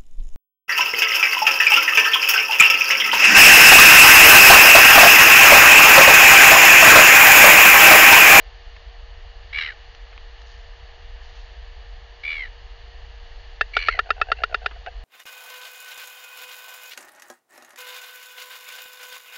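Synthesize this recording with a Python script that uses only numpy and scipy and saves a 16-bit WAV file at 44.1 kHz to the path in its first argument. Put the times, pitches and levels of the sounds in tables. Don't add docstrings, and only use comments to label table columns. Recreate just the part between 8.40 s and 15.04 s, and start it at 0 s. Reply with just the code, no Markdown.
import sys
import numpy as np
from scipy import signal
from scipy.fft import rfft, irfft
from scipy.io import wavfile

SR = 44100
rng = np.random.default_rng(int(sys.argv[2]) if len(sys.argv) > 2 else 0)


def master(y):
    cut = np.clip(np.atleast_2d(y).T, -1, 1)
    pcm = np.round(cut * 32767)
    wavfile.write(sys.argv[1], SR, pcm.astype(np.int16))


N = 292779

# (f/Hz, relative level/dB per Hz)
RUMBLE_SPECTRUM = [(11, -10.5), (18, -4.5), (38, 1.5), (56, 0), (67, -6.5), (73, -22.5), (76, -8),
                   (102, -21.5), (119, -36.5), (193, -41), (240, -54), (310, -88), (530, -120)]
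# (f/Hz, relative level/dB per Hz)
SEA_SPECTRUM = [(200, -20.5), (260, -24), (380, -5.5), (470, -9), (540, -6), (710, 1), (830, -2),
                (1000, -5.5), (1250, -6), (1500, -12)]
# (f/Hz, relative level/dB per Hz)
GRASS_SPECTRUM = [(1300, -26.5), (1550, -4), (1780, 3), (2100, -3.5), (2450, -6), (2920, -2.5),
                  (3300, -3.5), (3900, -8), (4450, -3.5), (5200, -17), (6500, -20), (7200, -25)]
RUMBLE_DB, SEA_DB, GRASS_DB = -39.5, -55.5, -53
# (mean f/Hz, rms level/dB)
HUM_TONES = [(469, -60.5), (2810, -67.5), (2940, -64.5)]

# (t/s, level before the envelope/dB, decay constant/s, centre f/Hz)
GRASS_STEPS = [(0.364, -35, 0.003, 2530), (1.548, -37.5, 0.0037, 2970), (1.728, -41.5, .006, 2000),
               (1.778, -32.5, 0.0025, 2160), (2.017, -39, 0.0032, 4200), (2.051, -55.5, 0.13, 4500),
               (2.804, -56, .2, 3840), (2.947, -52, 0.091, 3380), (6.31, -36, 0.0091, 1650)]

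# (t/s, length/s, nominal full rattle rate/Hz, nominal top pitch f/Hz, final pitch drop/share,
#   nominal peak level/dB, roughness while clear/0-1, roughness while broken/0-1, overtone boost/dB)
CRY_GESTURES = [(1.127, 0.21, 83.4, 1151, 0.39, -23.5, 0.28, 0.95, 1),
                (3.8319, .25, 81.7, 1167, 0.27, -25.5, .14, 0.29, 1.5),
                (5.3334, .261, 86.6, 1162, .22, -26.5, .3, .75, 1),
                (5.964, 0.068, 68, 1400, 0.044, -40, .3, .45, -8)]
# (multiple of the pitch/1, level before the boost/dB)
CRY_PARTIALS = [(1, -33.5), (3, -18.5), (4, -27.5), (5, -45), (6, -47.5)]
# (multiple of the pitch/1, level before boost and roughness/dB)
CRY_HALF_PARTIALS = [(1.5, -24.5), (2.5, -10.5), (3.5, -29.5)]
# (f/Hz, relative level/dB)
RASP_BILL_SHUT = [(800, -16.5), (1050, -25), (1280, -1), (1480, -6.5), (1900, 1), (2300, 2.5), (2560, -22),
                  (2900, 2), (3450, -16), (3950, -2), (4480, -19.5), (4850, -17), (5400, -21.5),
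                  (7000, -49)]
# (f/Hz, relative level/dB)
RASP_BILL_OPEN = [(800, -26), (1250, -4.5), (1800, 3.5), (2350, 6.5), (2600, 0.5), (2900, 5.5),
                  (3300, -15.5), (3650, -25.5), (4050, 2), (4450, 3.5), (4900, -22.5), (5400, -23.5),
                  (5800, -15), (7000, -41.5)]
BILL_OPENS_S = 4.9
SPIN_UP_S, RATE_START, PITCH_START = .03, 0.25, .05
RATE_DROP, RATE_SAG_POWER, PITCH_SAG_POWER = .45, 3.5, 3
ATTACK_S, ATTACK_DB, FADE_DB, RELEASE_S, RELEASE_DB = .012, -13, -6.5, 0.05, -17
BREAK_FROM, BREAK_TO, BREAK_S = .18, .79, .035
BREAK_LOSS_DB, BREAK_BOOST_DB = -6, 9.5
HOARSE_START, HOARSE_END = .55, 0.57

# (t/s, level/dB, nominal main cavity f/Hz, nominal upper cavity f/Hz,
#   upper cavity level relative to main/dB)
BILL_CLAPS = [(5.2099, -8, 1480, 1660, 2), (5.367, -5.5, 1412, 1720, -11.5),
              (5.4844, -6.5, 1290, 1760, -1.5), (5.59, -8, 1300, 1680, -0.5),
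              (5.7041, -7.5, 1307, 1653, -4), (5.8140, -8, 1298, 1670, -5),
              (5.9170, -7.5, 1330, 1730, -7.5), (6.0357, -8, 1343, 1690, -8), (6.144, -9.5, 1390, 1660, -8),
              (6.2602, -9.5, 1435, 1650, -9), (6.4619, -25, 1540, 1850, -17)]
# (f before scatter/Hz, relative level/dB, t60/s)
BILL_MODES = [(425, -14.5, 0.047), (918, 3, 0.0064), (1923, 3.6, 0.0065), (2770, -6, 0.043),
              (3100, -10.5, 0.0079), (3485, -11.5, 0.03), (3760, -20.5, 0.028), (4570, -14, 0.02),
              (5030, -21.5, 0.025), (6270, -29, 0.025)]
SHELL_DB, REBOUND = -0.5, 0.12

# (multiple of the throat f before scatter/1, relative level/dB, t60/s)
THROAT_MODES = [(.68, -12.5, 0.041), (1.001, 0.5, 0.031), (2.17, -3, 0.022), (2.901, -10.5, .015),
                (3.701, -7.5, 0.019)]
CLUCKS_FROM_S, CLUCKS_TO_S = 5.55, 6.3
CLUCK_LEAD_S, CLUCK_GAP_S, CLUCK_JITTER_S = .018, .015, .002
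CLUCK_DB, CLUCK_STEP_DB, CLUCK_HZ = -29, -3.5, 720
# (t/s, level of the first pulse/dB, throat f before scatter/Hz)
THROAT_GRUNTS = [(6.360, -38, 720), (6.469, -22.5, 732)]
GRUNT_GAP_S, GRUNT_STEP_DB = .006, -3.5

TOP_HZ = 6900


def undb(db):
    return 10 ** (np.asarray(db) / 20)


def unit(x):
    return x / np.sqrt(np.mean(x ** 2))


def add(out, s, x):
    i = int(s * SR)
    out[i:i + len(x)] += x[:max(len(out) - i, 0)]


def walk(rate, size):
    knots = np.arange(size) * rate / SR
    return np.interp(knots, np.arange(size), rng.standard_normal(size))


def colour(x, points):
    hz, db = np.transpose(points)
    f = np.maximum(np.fft.rfftfreq(len(x), 1 / SR), 1)
    skirts = np.minimum(1, np.minimum(f / hz[0], hz[-1] / f)) ** 8
    curve = undb(np.interp(np.log(f), np.log(hz), db))
    return unit(irfft(rfft(x) * skirts * curve, len(x)))


def noise(points, size):
    return colour(rng.standard_normal(size), points)


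def ring(t, hz, t60):
    step = (hz + 0 * t) / SR
    cycles = np.cumsum(step) - step
    return np.cos(2 * np.pi * cycles) * np.exp(-np.log(1000) * t / t60)


def wind():
    buffet_db = 1.5 * walk(7, N)
    return unit(noise(RUMBLE_SPECTRUM, N) * undb(buffet_db)) * undb(RUMBLE_DB)


def sea():
    swell_db = .4 * walk(2, N)
    return noise(SEA_SPECTRUM, N) * undb(SEA_DB + swell_db)


def grass_hiss():
    breeze_db = .5 * walk(3, N)
    return noise(GRASS_SPECTRUM, N) * undb(GRASS_DB + breeze_db)


def hum(waver=0.001027):
    out = np.zeros(N)
    for hz, db in HUM_TONES:
        cycles = np.cumsum(hz * (1 + waver * walk(12, N))) / SR
        out += undb(db) * unit(np.sin(2 * np.pi * cycles))
    return out


def steps(grain_db=4):
    out, t = np.zeros(N), np.arange(SR) / SR
    for s, db, decay_s, hz in GRASS_STEPS:
        band = [(hz / 10, -14), (hz / 2, -6), (hz, 0), (hz * 2, -14)]
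        grains = unit(noise(band, SR) * undb(grain_db * walk(660, SR)))
        envelope = np.exp(-t / decay_s) * (1 - np.exp(-10 * t / decay_s))
        add(out, s, undb(db) * grains * envelope)
    return out


def gesture(length, full_rate, top_hz, drop, peak_db, clear_rough, broken_rough, bright_db):
    t = np.arange(0, length, 1 / SR)
    progress, slack = t / length, np.exp(-t / SPIN_UP_S)
    rate = full_rate * (1 - RATE_START * slack - RATE_DROP * progress ** RATE_SAG_POWER)
    hz = top_hz * (1 - PITCH_START * slack - drop * progress ** PITCH_SAG_POWER)
    since_break, until_clear = t - BREAK_FROM * length, BREAK_TO * length - t
    forced = np.clip(np.minimum(since_break, until_clear) / BREAK_S, 0, 1)
    broken = forced * (broken_rough - clear_rough)
    attack, release = np.exp(-t / ATTACK_S), np.clip(1 - (length - t) / RELEASE_S, 0, 1)
    db = peak_db + ATTACK_DB * attack + FADE_DB * progress
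    db = db + RELEASE_DB * release + BREAK_LOSS_DB * broken
    rough = np.clip(clear_rough + broken + HOARSE_START * attack + HOARSE_END * release, 0, 1)
    return t, rate, hz, db, rough, bright_db + BREAK_BOOST_DB * broken


def cry(shape, throat, arch=.085, rise=.065, jitter=0.0036, rough_jitter=.06, gap_db=-20,
        sharpness=1.41, lean=.9, scatter_db=2.0, rasp_db=0, crackle_db=3, air_db=-1):
    t, rate, hz, db, rough, boost_db = gesture(*shape)
    size = len(t)
    pulse = np.cumsum(rate) / SR % 1
    opening = np.sin(np.pi * pulse ** lean)
    pitch_jitter = (jitter + rough_jitter * rough) * walk(900, SR)[:size]
    bend = 1 + arch * (opening - np.pi / 4) + rise * (pulse - .5) + pitch_jitter
    cycles = np.cumsum(hz * bend) / SR
    overtones = sum(undb(d) * np.sin(2 * np.pi * k * cycles) for k, d in CRY_PARTIALS)
    halves = rough * sum(undb(d) * np.sin(2 * np.pi * k * cycles) for k, d in CRY_HALF_PARTIALS)
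    second_partial = np.sin(2 * np.pi * 2 * cycles)
    tone = unit(second_partial + undb(boost_db) * (overtones + halves))
    slaps = unit(np.diff(cycles // 2, prepend=0) * undb(crackle_db * walk(900, SR)[:size]))
    rushing_air = undb(air_db) * rng.standard_normal(size)
    rasp = undb(rasp_db) * colour(slaps + rushing_air, throat)
    gate = unit(undb(gap_db) + np.abs(opening) ** sharpness)
    level = undb(db + scatter_db * walk(80, SR)[:size])
    return level * gate * (np.sqrt(1 - rough ** 2) * tone + rough * rasp)


def cries():
    out = np.zeros(N)
    for s, *shape in CRY_GESTURES:
        throat = RASP_BILL_OPEN if s > BILL_OPENS_S else RASP_BILL_SHUT
        add(out, s, cry(shape, throat))
    return out


def clap(main_hz, upper_hz, upper_db, glide=0.19, shut_s=0.0084, main_t60=0.033, upper_t60=0.031,
         scatter=0.015, contact_s=0.00062, crack_db=-19, crack_s=0.0031, seat=0.68, rolloff_hz=4900):
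    t = np.arange(int(SR / 10)) / SR
    closing = 1 + glide * (1 - np.exp(-t / shut_s) - 1 / 4)
    air = ring(t, main_hz * closing, main_t60)
    air = air + undb(upper_db) * ring(t, upper_hz * closing, upper_t60)
    detune = 1 + scatter * rng.standard_normal(len(BILL_MODES))
    shell = sum(undb(db) * ring(t, hz * d, t60) for (hz, db, t60), d in zip(BILL_MODES, detune))
    scrape = t / crack_s * np.exp(1 - t / crack_s)
    crack_noise = noise([(600, -9), (2700, 7.5), (4600, -10), (6800, -13.0)], len(t))
    crack = undb(crack_db) * scrape ** 2 * crack_noise
    contact = 1 - np.exp(-t / contact_s)
    snap = (air + undb(SHELL_DB) * (shell + crack)) * contact
    seated = np.interp(t - .0016, t, snap, left=0)
    rebounded = np.interp(t - .00288, t, snap, left=0)
    snap = snap + seat * seated + REBOUND * rebounded
    snap = signal.sosfilt(signal.butter(4, 350, "high", fs=SR, output="sos"), snap)
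    return signal.sosfilt(signal.butter(4, rolloff_hz, fs=SR, output="sos"), snap)


def claps():
    out = np.zeros(N)
    for s, db, main_hz, upper_hz, upper_db in BILL_CLAPS:
        add(out, s, undb(db) * clap(main_hz, upper_hz, upper_db))
    return out


def cluck(throat_hz, soft_s=0.0022, scatter=0.048):
    t = np.arange(int(SR / 10)) / SR
    mode_bases = throat_hz * (1 + scatter * rng.standard_normal(len(THROAT_MODES)))
    pulse = sum(undb(d) * ring(t, k * hz, t60) for (k, d, t60), hz in zip(THROAT_MODES, mode_bases))
    return pulse * 2 * (1 - np.exp(-t / soft_s)) ** 2


def throat_sounds(count=3, scatter_db=2.5):
    out = np.zeros(N)
    for s, *_ in BILL_CLAPS:
        if CLUCKS_FROM_S < s < CLUCKS_TO_S:
            for k, (late, loud) in enumerate(rng.standard_normal((count, 2))):
                lead = CLUCK_LEAD_S + k * CLUCK_GAP_S - CLUCK_JITTER_S * late
                db = CLUCK_DB + k * CLUCK_STEP_DB + scatter_db * loud
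                add(out, s - lead, undb(db) * cluck(CLUCK_HZ))
    for s, db, throat_hz in THROAT_GRUNTS:
        for k in range(count):
            add(out, s + k * GRUNT_GAP_S, undb(db + k * GRUNT_STEP_DB) * cluck(throat_hz))
    return out


def scene():
    background = wind() + sea() + grass_hiss() + hum()
    bird = cries() + claps() + throat_sounds()
    return (background + steps() + bird)[None]


def record(dry):
    return signal.sosfilt(signal.ellip(8, .2, 70, TOP_HZ, fs=SR, output="sos"), dry)


dry = scene()
out = record(dry)
master(out)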